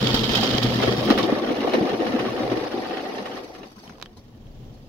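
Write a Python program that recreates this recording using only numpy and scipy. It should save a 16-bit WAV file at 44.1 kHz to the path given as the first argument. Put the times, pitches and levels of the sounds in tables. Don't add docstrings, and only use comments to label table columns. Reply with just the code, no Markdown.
import sys
import numpy as np
from scipy import signal
from scipy.fft import rfft, irfft
from scipy.io import wavfile
from scipy.ndimage import uniform_filter1d

SR = 44100
rng = np.random.default_rng(int(sys.argv[2]) if len(sys.argv) > 2 else 0)


def wav_record(signal):
    frames = np.transpose(np.atleast_2d(signal))
    bounded = np.clip(frames, -1, 1)
    quanta = np.round(bounded * 32767).astype(np.int16)
    wavfile.write(sys.argv[1], SR, quanta)


N = 215368
TIME = np.arange(N) / SR
SIZE = 4096
LEAD = 128
HZ = np.fft.rfftfreq(SIZE, 1 / SR)
SPOTS = 6
FRONT, DOME, MIDDLE, CABIN, REAR = range(5)

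# start_s [s], flow_db [dB]
GLASS_STREAM = [(0, -3), (0.15, -1.5), (0.4, 1), (0.8, -4), (1.2, -8.5), (1.38, -20), (1.9, -24),
                (3.4, -40), (4.1, -51)]
# start_s [s], flow_db [dB]
ROOF_STREAM = [(0, 0), (1.1, 2), (1.5, 1), (1.8, 1.5), (2.55, 1), (2.95, -1.5), (3.39, -5), (3.44, -10),
               (3.65, -14), (3.75, -29), (3.92, -18), (4.15, -28)]


def amp(db):
    return np.exp(np.asarray(db) * (np.log(10) / 20))


def evened(x):
    return x / np.sqrt(np.mean(x ** 2) + 1e-20)


def level(curve):
    return amp(np.interp(TIME, *np.transpose(curve)))


def read(points, axis=1):
    rows = np.array(points)
    return np.interp(np.log(HZ + 1), np.log(rows[:, 0] + 1), rows[:, axis])


def colour(points):
    lean = amp(read(points, axis=2))
    sides = np.array([lean, np.ones_like(lean)]) / np.hypot(lean, 1)
    gain = evened(amp(read(points)) * sides)
    cepstrum = irfft(np.log(gain + 1e-6), SIZE)
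    cepstrum[:, 1:SIZE // 2] *= 2
    cepstrum[:, SIZE // 2 + 1:] = 0
    return np.exp(rfft(cepstrum))


def heard(pair, points):
    # frequency_hz [Hz], correlation [-1 to 1]
    likeness = [(60, .992), (130, .975), (290, .88), (640, .7), (1000, .1), (1350, -.3), (2400, -.05),
                (6000, 0)]
    same = np.array([np.ones_like(HZ), np.clip(read(likeness), -1, 1)])
    mixed = same * pair[..., :1, :] + np.sqrt(1 - same ** 2) * pair[..., 1:, :]
    return np.roll(irfft(mixed * colour(points), SIZE), LEAD, axis=-1)


def sounded(impacts, answers):
    count = N // SIZE + 1
    padded = np.pad(impacts, ((0, 0), (0, count * SIZE - N)))
    blocks = padded.reshape(len(impacts), count, SIZE)
    block_spectra = rfft(blocks.astype(np.float32), 2 * SIZE)
    answer_spectra = rfft(answers.astype(np.float32), 2 * SIZE)
    summed = np.einsum("sbf,scf->cbf", block_spectra, answer_spectra)
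    heads, tails = np.split(irfft(summed), 2, axis=2)
    heads[:, 1:] += tails[:, :-1]
    return heads.reshape(2, -1)[:, LEAD:LEAD + N]


def drops(per_s, spread_db, clump_db, clump_hz):
    starts = rng.random(N) < 4 * clump_hz / SR
    clumps = signal.lfilter([1.], [1., -np.exp(-2 * np.pi * abs(clump_hz) / SR)], 1. * starts)
    clumps = evened(clumps - uniform_filter1d(clumps, size=3600))
    chance, weight = rng.random(N), rng.exponential(1, N)
    sign, spot = rng.choice([-1., 1.], N), rng.integers(0, SPOTS, N)
    at = np.flatnonzero(chance < per_s / SR)
    clump_start = np.maximum.accumulate(np.arange(N) * starts)[at]
    size_db = spread_db * np.minimum(weight[at], 3) + clump_db * np.minimum(clumps[at], 2)
    sizes = sign[at] * amp(size_db)
    hits = np.zeros((SPOTS, N), np.float32)
    hits[spot[clump_start], at] = sizes * np.sqrt(N / np.sum(sizes ** 2))
    return hits


def knocks(times, dbs):
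    hits = np.zeros((SPOTS, N), np.float32)
    hits[np.arange(len(times)) % SPOTS, np.round(np.array(times) * SR).astype(int)] = amp(dbs)
    return hits


def gouts(times, dbs, lengths):
    force = np.zeros(N)
    for s, db, length in np.broadcast(times, dbs, lengths):
        start = max(round(s * SR), 0)
        age = TIME[:N - start][:SR // 4] / length
        force[start:start + len(age)] += amp(db) * (1 - np.exp(-20 * age)) * np.exp(-age)
    return force


def flow(curve):
    # [dB, negative for a slight swell]
    breaks = [(0.005, 2), (0.122, 0), (0.275, 4), (0.608, 7), (0.768, 2.5), (0.963, 2.5), (1.41, 3),
              (1.715, -0.5), (1.967, 5), (2.225, 3), (2.697, 9), (3.225, 5.5)]
    lull_s = 0.013
    depth_db = sum(db * np.exp(-((TIME - s) / lull_s) ** 2) for s, db in breaks)
    return level(curve) * amp(-depth_db)


def passing(part):
    # loudest_s [s], level_db [dB], rise [dB/s], fall [dB/s]
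    passages = [(0.45, -33, 4.5, 1.5), (1.8, -30.5, 4, 6), (1.82, -27, 1.65, 2.5), (2.42, -35.5, 23.5, 48),
                (2.9, -33.5, 14, 7)]
    s, db, rise, fall = passages[part]
    return amp(db - rise * np.maximum(s - TIME, 0) - fall * np.maximum(TIME - s, 0))


def panel(impacts, points, ring_s, direct, even=1, patchy_db=0):
    spot_width_hz = 384
    spots = len(impacts)
    answer = rng.standard_normal((spots, 2, SIZE)) * amp(-60 * TIME[:SIZE] / ring_s)
    answer /= np.linalg.norm(answer, axis=2, keepdims=True)
    knock = np.arange(SIZE) == rng.integers(0, 20, (spots, 2, 1))
    answer += direct * knock * rng.choice([-1, 1], (spots, 2, 1))
    modes = rfft(answer)
    power = (abs(modes) ** 2).mean(0)
    modes /= np.sqrt(power ** even * power.mean() ** (1 - even))
    random_rows = rng.standard_normal((spots, len(HZ)))
    uneven = [np.interp(HZ / spot_width_hz, np.arange(len(row)), row) for row in random_rows]
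    tints = amp(patchy_db * np.array(uneven))
    tints /= np.sqrt((tints ** 2).mean(0))
    return sounded(impacts, heard(modes * tints[:, None], points))


def squeak(lower_ratio=0.775, lower_db=-3):
    peak_s, rise_s, fall_s = 4.667, 0.04, 0.064
    top_hz, sag, squeak_db = 14900, 0.18, -77
    arch = np.exp(-((TIME - peak_s) / np.where(TIME < peak_s, rise_s, fall_s)) ** 2 / 2)
    waver = evened(uniform_filter1d(rng.standard_normal(N), size=60))
    pitch_hz = top_hz * (1 - sag * (1 - arch)) * (1 + .005 * waver)
    phase = 2 * np.pi * np.cumsum(pitch_hz) / SR
    partials = np.sin(phase) + amp(lower_db) * np.sin(lower_ratio * phase)
    return amp(squeak_db) * np.sqrt(arch) * partials


def road():
    # start_s [s], level_db [dB]
    rumble_curve = [(0, -50), (3.8, -55), (4.25, -47), (4.65, -40), (4.88, -44.5)]
    # frequency_hz [Hz], density_db [dB per Hz], left_right_db [dB]
    rumble_colour = [(10, -32, -2), (26.2, 2, 0), (56.6, -6, 3), (100, -1.5, 0.5), (133, -2, 2.5),
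                     (176, -11, 1.5), (221, -5, 0), (348, -16, 0), (700, -23.5, 1.5), (1070, -31.5, 10),
                     (1800, -41.5, -2), (3200, -34.5, -12), (4800, -41, -9), (7000, -44, 18),
                     (9200, -65, -1), (15000, -49, 12)]
    noise = rng.standard_normal((2, N))
    return sounded(noise, heard(np.eye(2)[:, :, None], rumble_colour)) * level(rumble_curve)


def clicks(crack_db=1, echo_db=-18):
    # start_s [s], level_db [dB], left_right_db [dB], ring_hz [Hz],
    # decay_s [s, time constant], crack_share [0-1]
    ticks = [(3.878, -34, -12, 3100, 0.0016, 0.5), (3.897, -27, -4.5, 1440, 0.00055, 0.2),
             (3.984, -30, -10.5, 900, 0.00093, 0.5), (4, -26, -13, 800, 0.00046, 0.55),
             (4.0153, -25, -18, 4540, .0005, 0.95), (4.0242, -30, -10, 2600, 0.001, 0.4),
             (4.026, -21, -6, 3900, 0.001, 0), (4.0259, -17, -17, 1200, 0.00046, 0.9),
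             (4.0591, -31, -8, 3150, 0.0011, 0.15), (4.0596, -41, 3, 4500, 0.0009, 0.1),
             (4.06, -30, 10, 1700, 0.0008, 0.55), (4.469, -44, -12, 3200, 0.001, 0.5)]
    # frequency_hz [Hz], density_db [dB per Hz], left_right_db [dB]
    crack_colour = [(100, -12, -7), (500, -3, -7), (1300, 0.5, 0), (2000, -4, 6), (2600, 0.5, 3),
                    (4000, -2.5, -3), (6140, -6, 1), (8050, -29, -8), (12000, -22, -1), (15000, -20, 6)]
    cracks, rings = np.zeros((2, N)), np.zeros((2, N))
    t = TIME[:SIZE]
    for s, db, lean_db, hz, decay, sharp in ticks:
        start = round(s * SR)
        gain = amp(db + np.array([[lean_db], [-lean_db]]) / 2)
        sharp = np.clip(sharp, 0, 1)
        cracks[:, start:start + 1] += gain * sharp
        ring = np.sin(2 * np.pi * hz * t) * np.exp(-t / decay)
        rings[:, start:start + SIZE] += gain * (1 - sharp) * ring
    coloured = signal.oaconvolve(cracks, irfft(colour(crack_colour)), axes=1)[:, :N]
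    direct_sound = rings + amp(crack_db) * coloured
    return direct_sound + amp(echo_db) * panel(direct_sound, crack_colour, ring_s=0.069, direct=0, even=0)


def spray():
    # start_s [s], level_db [dB]
    spray_curve = [(0, -43.5), (3.38, -43.5), (3.45, -45.5), (3.7, -50.5), (3.86, -43.5), (3.97, -54.5),
                   (4.38, -64), (4.88, -58.5)]
    # start_s [s], level_db [dB]
    dribbles = [(4.169, -47), (4.445, -65), (4.74, -57)]
    # frequency_hz [Hz], density_db [dB per Hz], left_right_db [dB]
    hiss_colour = [(60, -30, -1), (215, 4, 1), (453, -9, 2), (965, -8, 5), (2000, -19, 0), (3200, -18.5, 4),
                   (5520, -15.5, -5), (7470, -32, 14), (9000, -33, 4), (11000, -29, 4), (15300, -39, 12)]
    dribble_s = 0.028
    force = level(spray_curve) + gouts(*np.transpose(dribbles), dribble_s)
    fine = drops(per_s=4600, spread_db=1.0, clump_db=3.0, clump_hz=25.27)
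    return panel(fine * force, hiss_colour, ring_s=0.041, direct=0.52, even=0, patchy_db=3.0)


def cabin_boom(boom_db=-26.0, full_flow_db=-8):
    # frequency_hz [Hz], density_db [dB per Hz], left_right_db [dB]
    boom_colour = [(10, -33, 0), (25, -12.5, 0), (55, -15.5, 0), (72, -15.5, 0.5), (104, -17, 0.69),
                   (120, 2, 1.5), (141, -10, 1), (171, -14.5, 0), (217, -1, 1.4), (241, -4, 2.3),
                   (283, -13, 1), (800, -54, 1)]
    covered = np.tanh((flow(GLASS_STREAM) / amp(full_flow_db)) ** 2)
    force = amp(boom_db) * covered + flow(ROOF_STREAM) * passing(CABIN)
    pumping = drops(per_s=830, spread_db=1.3, clump_db=1.8, clump_hz=25.16)
    return panel(pumping * force, boom_colour, ring_s=0.034, direct=0.93)


def roof(core=7, core_delay_s=0.003):
    # [s, decay]
    roof_gouts = [(0.022, -43, -24, -35, 0.036), (0.068, -30, -17, -35, 0.0095),
                  (0.426, -25, -22, -26, 0.016), (0.576, -41, -24, -27, 0.018),
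                  (0.822, -48, -18.5, -22, 0.022), (0.872, -38, -15, -20.5, 0.011),
                  (0.916, -19, -20, -29, 0.0088), (1.083, -24, -16, -40, 0.013),
                  (1.101, -19, -14, -18, 0.015), (1.175, -26, -20, -19.5, 0.022),
                  (1.23, -22, -19.5, -37, 0.015), (1.286, -35, -18, -46, 0.011),
                  (1.321, -11.5, -16, -50.5, 0.0067), (1.432, -32, -19.5, -44, 0.0064),
                  (1.499, -22, -21, -41, 0.019), (1.64, -28, -17, -51, 0.015),
                  (1.671, -32, -20.5, -32, 0.023), (1.733, -16, -17.5, -21, 0.019),
                  (1.765, -24, -30, -52, 0.013), (1.807, -13.5, -22, -36, 0.023),
                  (1.89, -47, -49, -30, 0.014), (1.935, -18, -26.5, -52, 0.0072),
                  (1.987, -27, -24, -35, 0.073), (2.067, -45, -34, -30, 0.017),
                  (2.13, -22.5, -30, -60, 0.036), (2.189, -51, -56, -26.5, 0.026),
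                  (2.396, -41, -20.5, -32, 0.016), (2.514, -23.5, -19.5, -29, 0.018),
                  (2.57, -39, -22, -27.5, 0.0048), (2.969, -37, -37, -30, 0.0098),
                  (3.179, -53, -27, -33, 0.021), (3.254, -53, -46, -30, 0.012),
                  (3.366, -45, -37.5, -34.5, 0.024), (3.547, -63.5, -79, -40.5, 0.017),
                  (3.63, -54, -42, -39, 0.011), (3.895, -68, -63, -48, 0.011)]
    # start_s [s], level_db [dB]
    roof_drops = [(0.0268, -11), (0.0713, -4), (0.914, -6), (1.087, -6), (1.117, -4), (1.283, -9),
                  (1.433, -8), (1.642, -10), (1.678, -9), (1.734, -5), (1.7415, -10), (1.942, -11),
                  (2.012, -11), (2.069, -8), (2.261, -7), (2.4, -12), (2.4765, -21), (2.573, -7),
                  (2.972, -17), (3.01, -18), (3.45, -25), (3.637, -27), (3.897, -30)]
    # frequency_hz [Hz], density_db [dB per Hz], left_right_db [dB]
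    rear_colour = [(305, -42, -2), (670, -18.5, 6), (747, 8.5, 1.5), (810, -1, -6), (860, 3, 2),
                   (956, -11, 3), (1020, -11, 3), (1120, -14.5, 0), (1200, -23, 11), (1940, -14, -6),
                   (3200, -27.5, 4), (4850, -17.5, 1.5), (6600, -50, -12), (15000, -51, -2)]
    dome_colour = [(39.7, -40.5, -4), (121, -17.5, 4), (161, -18, 2), (223.5, -1, 1.5), (253.5, 0.5, -1.5),
                   (330, -6, 4), (463, -17.5, 2.5), (1190, -70, 4)]
    drum_colour = [(60, -33, 3), (170, -23, 2), (254, -9.5, 1.5), (313, -1, 2), (485, -0.5, -1),
                   (582, -5.5, 1.5), (636, -6.5, 1.5), (685, -8.5, 9.5), (756, -5.5, 5), (825, -12.5, -5.5),
                   (914, -13, 4), (1400, -26.5, -1.5), (3970, -94.5, 1)]
    patter_colour = [(60, -30, 0), (203, -14, 0), (614, -8.5, 1), (1150, -2, -0.5), (1330, -3, 1.5),
                     (1650, -5.5, -0.5), (1950, -3.5, -1.5), (2300, -7.5, 0), (3100, -8.5, 0.5),
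                     (5800, -19.5, 0.5), (7330, -39, 2), (8300, -49, -17), (10730, -29, 1.5),
                     (12500, -48, -12), (15500, -37, 11)]
    knock_colour = [(60, -26, 0), (250, 12, 0), (520, -1, 1), (800, -3, 2), (1200, -2, 1), (1900, -16, 2),
                    (3200, -14, 4), (5500, -20, -2), (8000, -42, 0)]
    s, boom, thud, splash, length = np.transpose(roof_gouts)
    water = flow(ROOF_STREAM)
    mass = drops(per_s=3000, spread_db=2.4, clump_db=0.9, clump_hz=40) * water
    stream = drops(per_s=1500, spread_db=3.5, clump_db=1.5, clump_hz=45) * water
    burst = drops(per_s=3000, spread_db=0.5, clump_db=-0.7, clump_hz=88.4)
    burst = burst + core * knocks(s + core_delay_s, 0)
    booming = mass * passing(DOME) + burst * gouts(s, boom, length)
    drumming = mass * passing(MIDDLE) + burst * gouts(s, thud, length)
    pattering = stream * passing(FRONT) + burst * gouts(s, splash, length)
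    return (panel(mass * passing(REAR), rear_colour, ring_s=0.02, direct=0.63)
            + panel(booming, dome_colour, ring_s=0.017, direct=1.4)
            + panel(drumming, drum_colour, ring_s=0.072, direct=0.75)
            + panel(pattering, patter_colour, ring_s=0.039, direct=0.45, even=0, patchy_db=4)
            + panel(knocks(*np.transpose(roof_drops)), knock_colour, ring_s=0.027, direct=2.3, even=0))


def windshield(splatter_db=-26, fizz_db=-49, fizz_growth=0.47, slap_db=-1.5):
    # start_s [s], slap_db [dB, before the overall slap_db], fizz_db [dB]
    glass_gouts = [(0.044, -23.5, -60), (0.0647, -21.5, -56.5), (0.101, -24, -46), (0.142, -13, -36),
                   (0.172, -22, -55), (0.236, -18.5, -57), (0.318, -16.5, -41), (0.349, -15, -39),
                   (0.37, -18.5, -50), (0.431, -16, -54), (0.489, -24, -67), (0.574, -22.5, -54),
                   (0.627, -17, -37), (0.83, -20, -45), (1.047, -55, -38), (1.099, -21.5, -37),
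                   (1.174, -26, -38), (1.229, -23.5, -46), (1.734, -35, -50)]
    # start_s [s], level_db [dB]
    glass_drops = [(0.0283, -6), (0.068, -12), (0.0718, 3), (0.106, -8), (0.113, -8), (0.1438, -6),
                   (0.149, -6), (0.177, -11), (0.2353, -6), (0.2444, -6), (0.293, -2), (0.3209, -14),
                   (0.3348, -3), (0.3508, -7), (0.372, -10), (0.3885, -8), (0.4234, -11), (0.4348, -7),
                   (0.4413, -9), (0.4735, -11), (0.5136, -1), (0.552, -9), (0.5824, 3), (0.63, -5),
                   (0.6372, -7), (0.8383, -10), (0.9248, -6), (1.104, -16), (1.1107, -7), (1.185, -11),
                   (1.2323, -11)]
    # frequency_hz [Hz], density_db [dB per Hz], left_right_db [dB]
    glass_colour = [(60, -18, -2), (350, -11.5, 0), (544, -2.5, 5), (690, -7, 6), (930, -1, 5),
                    (1050, -11.5, 5), (1220, -2.5, 1.5), (1700, -7.5, 0.5), (2200, -6.5, -2),
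                    (2600, -3.5, -9), (2910, 0.5, -9), (3120, 6.5, -18), (3310, 5, -13), (3560, 2, -13.5),
                    (4200, -0.5, -9.5), (5050, -2, -8), (5430, -4.5, -12), (5970, -12.5, 3),
                    (7240, -19, 22), (8260, -31, 1), (10400, -35, 19), (15000, -27, 25)]
    fizz_colour = [(3000, -45, 8), (8500, -10.5, 7), (10600, -6.5, 7), (14900, -3.5, 22)]
    slap_s = 0.012
    s, slap, mist = np.transpose(glass_gouts)
    water = flow(GLASS_STREAM)
    stream = drops(per_s=1600, spread_db=3.6, clump_db=0.9, clump_hz=50.4)
    burst = drops(per_s=2000, spread_db=1.0, clump_db=-2, clump_hz=91)
    splatter = stream * amp(splatter_db) * water + burst * gouts(s, slap + slap_db, slap_s)
    misting = stream * amp(fizz_db) * water ** fizz_growth + burst * gouts(s, mist, slap_s)
    return (panel(splatter, glass_colour, ring_s=0.036, direct=1.42, even=0, patchy_db=1.5)
            + panel(knocks(*np.transpose(glass_drops)), glass_colour, ring_s=0.035, direct=1.9, even=0)
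            + panel(misting, fizz_colour, ring_s=0.038, direct=0.77, even=0))


def scene():
    return squeak() + road() + clicks() + spray() + cabin_boom() + roof() + windshield()


def record(dry):
    edge_hz = 15850
    lowpass = signal.firwin(511, edge_hz, window=("kaiser", 9), fs=SR)
    return signal.oaconvolve(dry, lowpass[None], "same")


dry = scene()
out = record(dry)
wav_record(out)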